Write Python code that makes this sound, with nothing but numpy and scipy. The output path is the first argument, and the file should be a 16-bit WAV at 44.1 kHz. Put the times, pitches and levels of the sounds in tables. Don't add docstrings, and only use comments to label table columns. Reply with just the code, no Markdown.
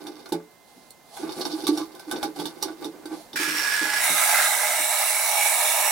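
import sys
import numpy as np
from scipy import signal
from scipy.fft import rfft, irfft, next_fast_len
from scipy.io import wavfile
from scipy.ndimage import uniform_filter1d

SR = 44100
rng = np.random.default_rng(int(sys.argv[2]) if len(sys.argv) > 2 else 0)


def transcribe(u):
    v = np.clip(np.atleast_2d(u).T, -1, 1)
    q = np.round(v * 32767).astype(np.int16)
    wavfile.write(sys.argv[1], SR, q)


N = 260631

# frequency_hz, level_db
AIR_SPECTRUM = [(15, -47), (25, -13), (70, -21.5), (195, -7), (326, -8.5), (962, -10.5), (1040, -16.5),
                (1840, -18), (2050, -28), (2350, -22.5), (3820, -21.5), (16000, -26.5)]
# time_s, level_db
AIR_LEVEL = [(0, -56.5), (3.4, -51), (4.7, -52), (4.9, -72), (5.91, -74)]
# pitch_hz, level_db
WHINE_TONES = [(727, -73), (1039, -70), (2073, -66.5)]

# start_s, length_s, scrape_db, rasp_over_scrape_db (before a trim)
SLIDES = [(0.0, 0.12, -51, -3), (0.17, 0.13, -55.5, -1), (0.33, 0.027, -45.5, -9),
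          (1.219, 0.096, -44.5, -4), (1.382, 0.085, -45.5, 2), (1.497, 0.15, -47, 1), (1.69, 0.12, -44, 0),
          (1.892, 0.21, -57.5, -3.5), (2.1, 0.17, -43.5, -3.5), (2.379, 0.083, -44, 2), (2.5, 0.1, -52, -3),
          (2.624, 0.071, -45, -1.5), (2.8, 0.063, -48.5, -2), (2.938, 0.13, -56.5, -22),
          (3.111, 0.041, -50.5, -18)]
SLIDE_RISE_DB_PER_S, SLIDE_FALL_DB_PER_S = 418, 246
FLEX_DB, RASP_EDGE_DB = 6, -6.5
GRIP_DB = 2
# start_s, length_s, level_db
BRUSHES = [(0.69, 0.19, -59), (1.16, 0.048, -44), (1.35, 0.26, -47), (1.76, 0.037, -43),
           (3.13, 0.085, -49.5)]
BRUSH_RISE_DB_PER_S, BRUSH_FALL_DB_PER_S = 205, 234
# frequency_hz, level_db
FLEX_SPECTRUM = [(100, -34), (170, -19), (205, -35), (255, -5), (278, -24), (300, 3), (325, -7),
                 (358, -2.5), (400, -11.5), (520, -16), (800, -74)]
# frequency_hz, level_db
LEVER_SPECTRUM = [(350, -13), (550, -9.5), (820, 2.5), (1000, -9), (1160, -3), (1300, -14), (1500, -3.5),
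                  (1850, -21), (2200, -13), (2600, -19.5), (3600, -31.5)]
# frequency_hz, level_db
TAB_SPECTRUM = [(1800, -57.5), (2900, -5), (3300, -12), (3700, 5.5), (4000, -6), (4400, 0.5), (5000, -2.5),
                (5600, -3), (5950, -6), (6400, -18.5), (9000, -31.5)]
# frequency_hz, level_db
EDGE_SPECTRUM = [(4500, -30), (6800, -3.5), (8000, 0.5), (11000, 1.5), (12800, -6), (13600, -5),
                 (16000, -9)]
# frequency_hz, level_db
SKIN_SPECTRUM = [(400, -2), (750, 15.5), (1500, -9), (2600, -9), (4000, 2), (7000, -5), (11200, -1.5),
                 (13000, -20), (16000, -18)]

# time_s, level_db, breadth_db (modes beside the main one), main_hz
KNOCKS = [(0.045, -29, -14, 323), (0.08, -26.5, -13, 330), (0.32, -11.5, -9, 348), (0.338, -24, -3.5, 297),
          (0.761, -42.5, -5, 258), (1.23, -17.5, -13, 320), (1.367, -27.5, 0, 312), (1.532, -18, -26, 323),
          (1.635, -19, -10, 313), (1.688, -6, -28, 330), (1.777, -20.5, -26, 324), (1.814, -22, -28, 310),
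          (2.077, -25.5, -31, 310), (2.135, -20, -19, 302), (2.244, -17.5, -15, 340),
          (2.39, -20.5, -10, 372), (2.463, -26, -10, 323), (2.654, -25, -16, 322), (2.701, -25, -27, 332),
          (2.853, -21.5, -15.5, 305), (2.877, -24, -26, 307), (3.054, -24.5, -29, 332),
          (3.113, -22, -17, 316), (3.336, -29.5, -3, 348), (3.397, -21.5, -16, 304),
          (3.475, -22.5, -8.5, 303), (3.544, -29.5, -12, 298), (3.813, -22.5, -8, 304),
          (4.095, -29, -1, 245), (4.793, -36, -1, 335)]
# frequency_hz, level_db, t60_s
TANK_MODES = [(168.5, -17.5, 0.24), (241, -24, 0.3), (260.4, -10, 0.16), (307.5, -6.5, 0.3),
              (321.7, 0, 0.17), (349.1, -1, 0.11), (431, -10, 0.27), (464, -8, 0.091), (565, -21, 0.25),
              (750, -21, 0.076), (880, -14, 0.04), (862.6, -9.5, 0.13)]
LOW_MODES_DB, UPPER_MODES_DB = 11, 5
UPPER_SHARE = 0.41

# time_s, level_db, clack_db (hollow), snap_db (sharp), tab_hz, lever_hz
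CLICKS = [(0.0678, -31, 1, -10.5, 3580, 804), (0.2576, -37.5, 5, -12, 4200, 1438),
          (0.29, -42, -5, 0, 5710, 775), (0.3215, -26.5, 0, -7, 4080, 810),
          (0.3234, -27, -0.5, -4, 4270, 750), (0.9055, -39.5, -42, 7, 4330, 1060),
          (1.1673, -38.5, 9.5, -1.5, 3460, 780), (1.2925, -30.5, 4, -21, 3670, 866),
          (1.321, -30, -9, -9, 4560, 832), (1.4133, -20, -7, -13.5, 4280, 773),
          (1.4519, -19.5, -5, -18, 5460, 904), (1.6684, -15.5, -5, -6, 3670, 1165),
          (1.6782, -18.5, 0.5, -11, 3980, 1161), (1.774, -23.5, -3, -9.5, 5550, 850),
          (1.949, -40, 0, -4, 3670, 1033), (1.995, -35, 0.5, -6, 5100, 1540),
          (2.1121, -22.5, 1, -4, 3580, 1518), (2.16, -28.5, 3, -23, 3560, 916),
          (2.2283, -22.5, 5, -6.5, 3580, 817), (2.3604, -36.5, 6, -7, 4840, 776),
          (2.3979, -26.5, 3, -9, 3410, 873), (2.4553, -21.5, -4, -9.5, 3600, 907),
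          (2.6255, -15.5, -5.5, -5, 5750, 849), (2.6823, -37, 7.5, -14, 3700, 1470),
          (2.8444, -26, -3, -9, 3710, 833), (3.0559, -36.5, 4, -4, 4600, 1546),
          (3.115, -47, 9, -12, 3500, 850), (3.331, -29, -7, -15, 3600, 894),
          (3.936, -22.5, 3, -3, 5600, 1734)]
CLICK_T60_S, CLACK_DB_PER_DOUBLING = 0.076, 25
CLICK_ATTACK_S, CRACK_SHARE = 0.00093, 0.31

SQUEAK_S, SQUEAK_LENGTH_S, SQUEAK_DB, SQUEAK_FADE_DB_PER_S = 1.797, 0.03, -38.5, 700
SQUEAK_HZ, SQUEAK_HZ_PER_S = 997, 3600

INFLOW_S, INFLOW_LENGTH_S, INFLOW_DB, INFLOW_SWELL_DB_PER_S = 3.359, 0.647, -26.5, 2.5
INFLOW_RISE_DB_PER_S, INFLOW_FALL_DB_PER_S = 9009, 400
# frequency_hz, level_db
PIPE_SPECTRUM = [(150, -28), (500, -10.5), (650, -13.5), (1200, -3.5), (1600, 0.5), (2400, -1), (3300, -7),
                 (5500, -3.5), (6300, -9), (8000, -7), (10500, -8.5), (13000, -13), (16000, -16)]
# frequency_hz, width_hz, lift_db
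PIPE_RINGS = [(890, 50, 6), (1420, 60, 5), (1675, 130, 8.5), (1684, 22, 11), (2030, 60, 4), (2340, 80, 5),
              (2920, 90, 3), (5500, 200, 7.5)]

# time_s, level_db
FLOW = [(4.05, -24.5), (4.106, -26), (4.436, -24), (4.538, -28), (5.178, -27.5), (5.446, -25.5),
        (5.9, -25.5)]
# time_s, depth (0 to 1)
PLUNGE = [(4.05, 0.47), (4.25, 0.57), (4.42, 0.8), (4.5, 0.6), (4.65, 0.62), (4.85, 0.21), (5.2, 0.24),
          (5.9, 0.09)]
HISS_DB, SPLASH_DB, DEEP_DB, SHALLOW_DB = 3.5, -5.5, 4, -3.5
SPLASH_SHALLOW_DB = -1
JET_S, JET_RISE_DB_PER_S = 4.04, 238
SPLASH_S, SPLASH_RISE_DB_PER_S = 4.155, 38.5
# frequency_hz, level_db
POOL_SPECTRUM = [(100, -43), (220, -64), (340, -35), (420, -16), (550, -10.5), (610, 3), (900, 3),
                 (1050, 0), (1250, -8), (1800, -41)]
# frequency_hz, level_db
DEEP_SPECTRUM = [(400, -43), (900, -33), (1200, -3), (1500, -7), (1600, 4), (1850, -8), (2060, 8.5),
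                 (2280, -5.5), (2500, -4), (2950, -11.5), (3500, -15.5)]
# frequency_hz, level_db
SHALLOW_SPECTRUM = [(400, -42.5), (900, -18), (1250, -4), (1480, -26), (1700, 1), (1950, -3.5), (2150, -3),
                    (2250, 9.5), (2500, -5), (2800, 2), (3300, -22.5)]
# frequency_hz, level_db
DROP_SPECTRUM = [(2200, -6), (3150, -4.5), (3750, 0.5), (4300, -2), (4700, -5), (5600, -1), (6500, -4),
                 (8100, 1.5), (10200, 0), (11800, -3), (13000, -4), (14300, -7), (15500, -4)]
# frequency_hz, width_hz, lift_db
CAVITY_RINGS = [(613, 22, 7), (733, 24, 4), (792, 25, -4), (837, 20, 12), (952, 18, 6), (990, 30, -4),
                (1024, 18, 4), (1140, 40, -4), (1255, 20, 5), (1329, 16, 8), (1411, 16, 7), (1454, 14, 8),
                (2214, 24, 5)]
# frequency_hz, width_hz, lift_db
WALL_RINGS = [(3820, 200, 2), (5940, 67, 6), (7520, 82, 6), (8020, 110, 4), (9430, 150, 5.5),
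              (9980, 120, 7), (10450, 180, 6.5), (11200, 180, 4.5)]
# frequency_hz, width_hz, lift_db
HISS_DIPS = [(3150, 280, -11), (4650, 280, -8), (5000, 200, -5), (6350, 220, -4)]

# frequency_hz, t60_s
ROOM_DECAY = [(200, 0.11), (2000, 0.092), (6000, 0.094), (14000, 0.053)]
# frequency_hz, correlation (-1 to 1)
STEREO_LIKENESS = [(60, -0.49), (150, 0.04), (330, 0.59), (800, 0.77), (1400, 0.48), (2300, 0.59),
                   (3200, 0.2), (3900, 0.049), (4600, 0.5), (8000, 0.33), (10500, 0.42), (13500, -0.089),
                   (16000, 0.6)]
# frequency_hz, difference_db
STEREO_LEAN = [(60, -6), (130, 0.5), (300, -4), (1100, -3), (2000, -5.5), (3200, -5.5), (4500, -6),
               (5500, -4), (9500, -4), (12000, -7), (14000, -8.5), (16000, -5)]
TOP_HZ = 15900


def amp(db):
    return 10 ** (np.asarray(db) / 20)


def unit(x):
    return x / np.sqrt(np.mean(x ** 2) + 1e-20)


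def along(points, hz):
    f, v = np.transpose(points)
    return np.interp(np.log(hz + 1), np.log(f + 1), v)


def curves(rows):
    s, *cols = np.transpose(rows)
    return [np.interp(np.arange(N) / SR, s, c) for c in cols]


def wobble(rate):
    count = int(N * rate / SR) + 2
    fine = signal.resample(rng.standard_normal(count), 8 * count)
    return np.interp(np.linspace(0, len(fine) - 1, N), np.arange(len(fine)), fine)


def filtered(x, response):
    m = next_fast_len(N + SR // 4)
    return irfft(rfft(x, m) * response(np.fft.rfftfreq(m, 1 / SR)), m)[..., :N]


def body(pair, spectrum, rings=(), size=8192):
    hz = np.fft.rfftfreq(size, 1 / SR)
    lift_db = sum(db / (1 + (2 * (hz - center) / width) ** 2) for center, width, db in rings)
    gain = amp(along(spectrum, hz) + lift_db)
    low_hz, high_hz = spectrum[0][0], spectrum[-1][0]
    gain = gain / (1 + (hz / high_hz / 2) ** 4) / (1 + (low_hz / (hz + 1) / 2) ** 2)
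    cepstrum = irfft(np.log(np.maximum(unit(gain), 1e-6)))
    cepstrum[1:size // 2] *= 2
    cepstrum[size // 2:] = 0
    turn = np.arccos(np.clip(along(STEREO_LIKENESS, hz), -.99, .99)) / 2
    responses = irfft(np.exp(rfft(cepstrum)) * np.array([np.cos(turn), np.sin(turn)]))
    mid, side = signal.fftconvolve(pair, responses, axes=1)[:, :N]
    return np.array([mid + side, mid - side])


def patter(rate, spread_db):
    hit = rng.random(N) < rate / SR
    size = amp(spread_db * np.clip(rng.standard_normal(N), -2, 2))
    return unit(hit * size * rng.standard_normal((2, N)))


def add(track, s, sound):
    start = max(round(s * SR), 0)
    part = track[..., start:start + sound.shape[-1]]
    part += sound[..., :part.shape[-1]]


def held(start, length, rise, fall):
    t = np.arange(N) / SR - start
    return np.maximum(rise * np.minimum(t, 0) - fall * np.maximum(t - length, 0), -150)


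def strokes(rows, rise, fall):
    return amp(np.max([db + held(s, length, rise, fall) for s, length, db in rows], axis=0))


def ringing(hz, t60, t):
    mode = amp(-60 * t / t60) * np.sin(2 * np.pi * hz * t)
    return mode / np.linalg.norm(mode)


def room_tone():
    t = np.arange(N) / SR
    whine = sum(amp(db) * np.sqrt(2) * np.sin(2 * np.pi * hz * t + .2 * wobble(rate=4))
                for hz, db in WHINE_TONES)
    air = body(rng.standard_normal((2, N)), AIR_SPECTRUM)
    return amp(curves(AIR_LEVEL)[0]) * air + whine


def rubbing():
    s, length, scrape_db, rasp_db = np.transpose(SLIDES)
    grip = amp(GRIP_DB * wobble(rate=45))
    force = grip * strokes(zip(s, length, scrape_db), SLIDE_RISE_DB_PER_S, SLIDE_FALL_DB_PER_S)
    on_tabs = grip * strokes(zip(s, length, scrape_db + rasp_db), SLIDE_RISE_DB_PER_S, SLIDE_FALL_DB_PER_S)
    flex = amp(FLEX_DB) * force * body(patter(rate=750, spread_db=4.5), FLEX_SPECTRUM)
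    scrape = body(force * patter(rate=1100, spread_db=2), LEVER_SPECTRUM)
    slips = on_tabs * patter(rate=1800, spread_db=2.5)
    rough_slips = amp(-4.5 + 4.4 * wobble(rate=70)) * slips
    rasp = body(rough_slips, TAB_SPECTRUM) + amp(RASP_EDGE_DB) * body(slips, EDGE_SPECTRUM)
    brushing = np.sqrt(grip) * strokes(BRUSHES, BRUSH_RISE_DB_PER_S, BRUSH_FALL_DB_PER_S)
    skin = brushing * body(rng.standard_normal((2, N)), SKIN_SPECTRUM)
    return flex + scrape + rasp + skin


def knocks():
    out, t = np.zeros(N), np.arange(SR // 2) / SR
    hz, level_db, t60 = np.transpose(TANK_MODES)[:, :, None]
    upper, lower = hz > 400, hz < 280
    for s, db, breadth_db, main_hz in KNOCKS:
        size, detune = rng.standard_normal((2, len(TANK_MODES), 1))
        upper_db = upper * (UPPER_MODES_DB + UPPER_SHARE * breadth_db)
        lower_db = lower * (LOW_MODES_DB + breadth_db)
        main_db = 7 / (1 + ((hz - main_hz) / 18) ** 2)
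        gain = amp(level_db + upper_db + lower_db + main_db + 2.4 * size - 60 * t / t60)
        modes = gain * np.sin(2 * np.pi * hz * (1 + 0.0071 * detune) * t)
        ring = modes.sum(0) * (1 - np.exp(-t / 0.0087))
        add(out, s, amp(db - 4.0) * ring / np.abs(ring).max())
    return np.array([out, out])


def clicks():
    clack, tab, snap, ring = np.zeros((4, 2, N))
    t = np.arange(SR // 4) / SR
    for s, db, clack_db, snap_db, tab_hz, lever_hz in CLICKS:
        t60 = CLICK_T60_S * 2 ** (clack_db / CLACK_DB_PER_DOUBLING)
        decay = amp(-60 * t / t60) + amp(-60 * t / (CRACK_SHARE * t60))
        fade = decay * (1 - np.exp(-t / CLICK_ATTACK_S))
        micro_hits = signal.resample(rng.standard_normal(size=90), len(t))
        chatter = amp(2.6 * micro_hits * np.minimum(t / 0.0081, 1))
        burst = amp(db - 12) * fade * chatter * rng.standard_normal((2, len(t)))
        tab_ring = amp(db + 12) * ringing(tab_hz, 0.024, t)
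        lever_ring = amp(db + clack_db + 13) * ringing(lever_hz, 0.13, t)
        add(ring, s, tab_ring + lever_ring)
        add(tab, s, burst)
        add(clack, s, amp(clack_db) * burst)
        add(snap, s, amp(snap_db) * burst)
    hollow = amp(0.2) * body(clack, LEVER_SPECTRUM)
    sharp = amp(5.5) * body(snap, EDGE_SPECTRUM)
    return ring + body(tab, TAB_SPECTRUM) + hollow + sharp


def squeak():
    since_start = np.arange(N) / SR - SQUEAK_S
    hz = SQUEAK_HZ + SQUEAK_HZ_PER_S * np.clip(since_start, -SQUEAK_LENGTH_S, SQUEAK_LENGTH_S)
    phase = 2 * np.pi * np.cumsum(hz * (1 + .08 * wobble(rate=400))) / SR
    level_db = SQUEAK_DB + held(SQUEAK_S, SQUEAK_LENGTH_S, SQUEAK_FADE_DB_PER_S, SQUEAK_FADE_DB_PER_S)
    return amp(level_db + 2.7 * wobble(rate=150)) * np.sin(phase)


def inflow():
    swell_db = INFLOW_SWELL_DB_PER_S * (np.arange(N) / SR - INFLOW_S)
    envelope_db = held(INFLOW_S, INFLOW_LENGTH_S, INFLOW_RISE_DB_PER_S, INFLOW_FALL_DB_PER_S)
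    rush = amp(.7 * wobble(rate=30)) * patter(rate=9000, spread_db=2)
    return amp(INFLOW_DB + swell_db + envelope_db) * body(rush, PIPE_SPECTRUM, PIPE_RINGS)


def bubbles(count, cycles, spread_db, size=900):
    when, pitch, loud, side = rng.random((4, count, 1))
    hz = 1100 * 2.5 ** pitch
    turns = hz * np.arange(size) / SR
    gain = amp(-spread_db * np.log(loud + .02) - 60 * turns / cycles)
    tone = gain * np.sin(2 * np.pi * turns * (1 + 0.15 * turns / cycles))
    at = (when * N).astype(int) + np.arange(size)
    channel_gains = np.cos(2 * np.pi * side), np.sin(2 * np.pi * side)
    return unit(np.array([np.bincount(at.ravel(), (tone * g).ravel(), N)[:N] for g in channel_gains]))


def spray():
    t = np.arange(N) / SR
    flow_db, = curves(FLOW)
    plunge = np.clip(curves(PLUNGE)[0], 0, 1)
    splash_build_db = SPLASH_RISE_DB_PER_S * np.minimum(t - SPLASH_S, 0)
    splash_db = SPLASH_DB + SPLASH_SHALLOW_DB * (.5 - plunge) + splash_build_db
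    pool = body(patter(rate=3000, spread_db=4.5), POOL_SPECTRUM, CAVITY_RINGS)
    splash = amp(splash_db + 0.71 * wobble(rate=14)) * pool
    pockets = bubbles(count=5000, cycles=27, spread_db=-3.0) + 3.5 * patter(rate=5000, spread_db=1.5)
    deep = unit(body(pockets, DEEP_SPECTRUM, CAVITY_RINGS))
    shallow = unit(body(pockets[::-1], SHALLOW_SPECTRUM, CAVITY_RINGS))
    froth = amp(DEEP_DB) * plunge * deep + amp(SHALLOW_DB) * np.sqrt(1 - plunge) * shallow
    drops = patter(rate=22000, spread_db=0.5)
    full_hiss = body(drops, DROP_SPECTRUM, WALL_RINGS)
    hollow_hiss = body(drops, DROP_SPECTRUM, list(WALL_RINGS) + list(HISS_DIPS))
    hiss = plunge * full_hiss + (1 - plunge) * hollow_hiss
    jets = amp(JET_RISE_DB_PER_S * np.minimum(t - JET_S, 0)) * (froth + amp(HISS_DB) * hiss)
    return amp(flow_db + 0.37 * wobble(rate=28)) * (splash + jets)


def patchy(x, depth_db):
    z = signal.stft(x, nperseg=512)[2]
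    field = uniform_filter1d(rng.standard_normal(z.shape[1:]), size=4, axis=0)
    field = uniform_filter1d(field, size=24, axis=1)
    return signal.istft(z * amp(depth_db * unit(field)), nperseg=512)[1][:, :N]


def tiles(x):
    hz, t, z = signal.stft(rng.standard_normal((2, SR // 2)), SR, nperseg=256)
    decay = amp(-60 * t / along(ROOM_DECAY, hz)[:, None])
    tail = signal.istft(z * decay, SR, nperseg=256)[1]
    tail = np.pad(tail / np.linalg.norm(tail[0]), ((0, 0), (SR // 200, 0)))
    return signal.fftconvolve(x, tail, axes=1)[:, :N]


def scene():
    plastic, bumps = clicks() + rubbing() + squeak(), knocks()
    water = patchy(inflow() + spray(), depth_db=1.6)
    faint_bumps = amp(-22) * bumps
    room = tiles(amp(-4.5) * plastic + faint_bumps)
    mix = plastic + bumps + room + water + room_tone()
    return filtered(mix, lambda hz: amp(np.array([[1], [-1]]) * along(STEREO_LEAN, hz) / 2))


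def record(dry):
    return filtered(dry, lambda hz: hz < TOP_HZ)


dry = scene()
out = record(dry)
transcribe(out)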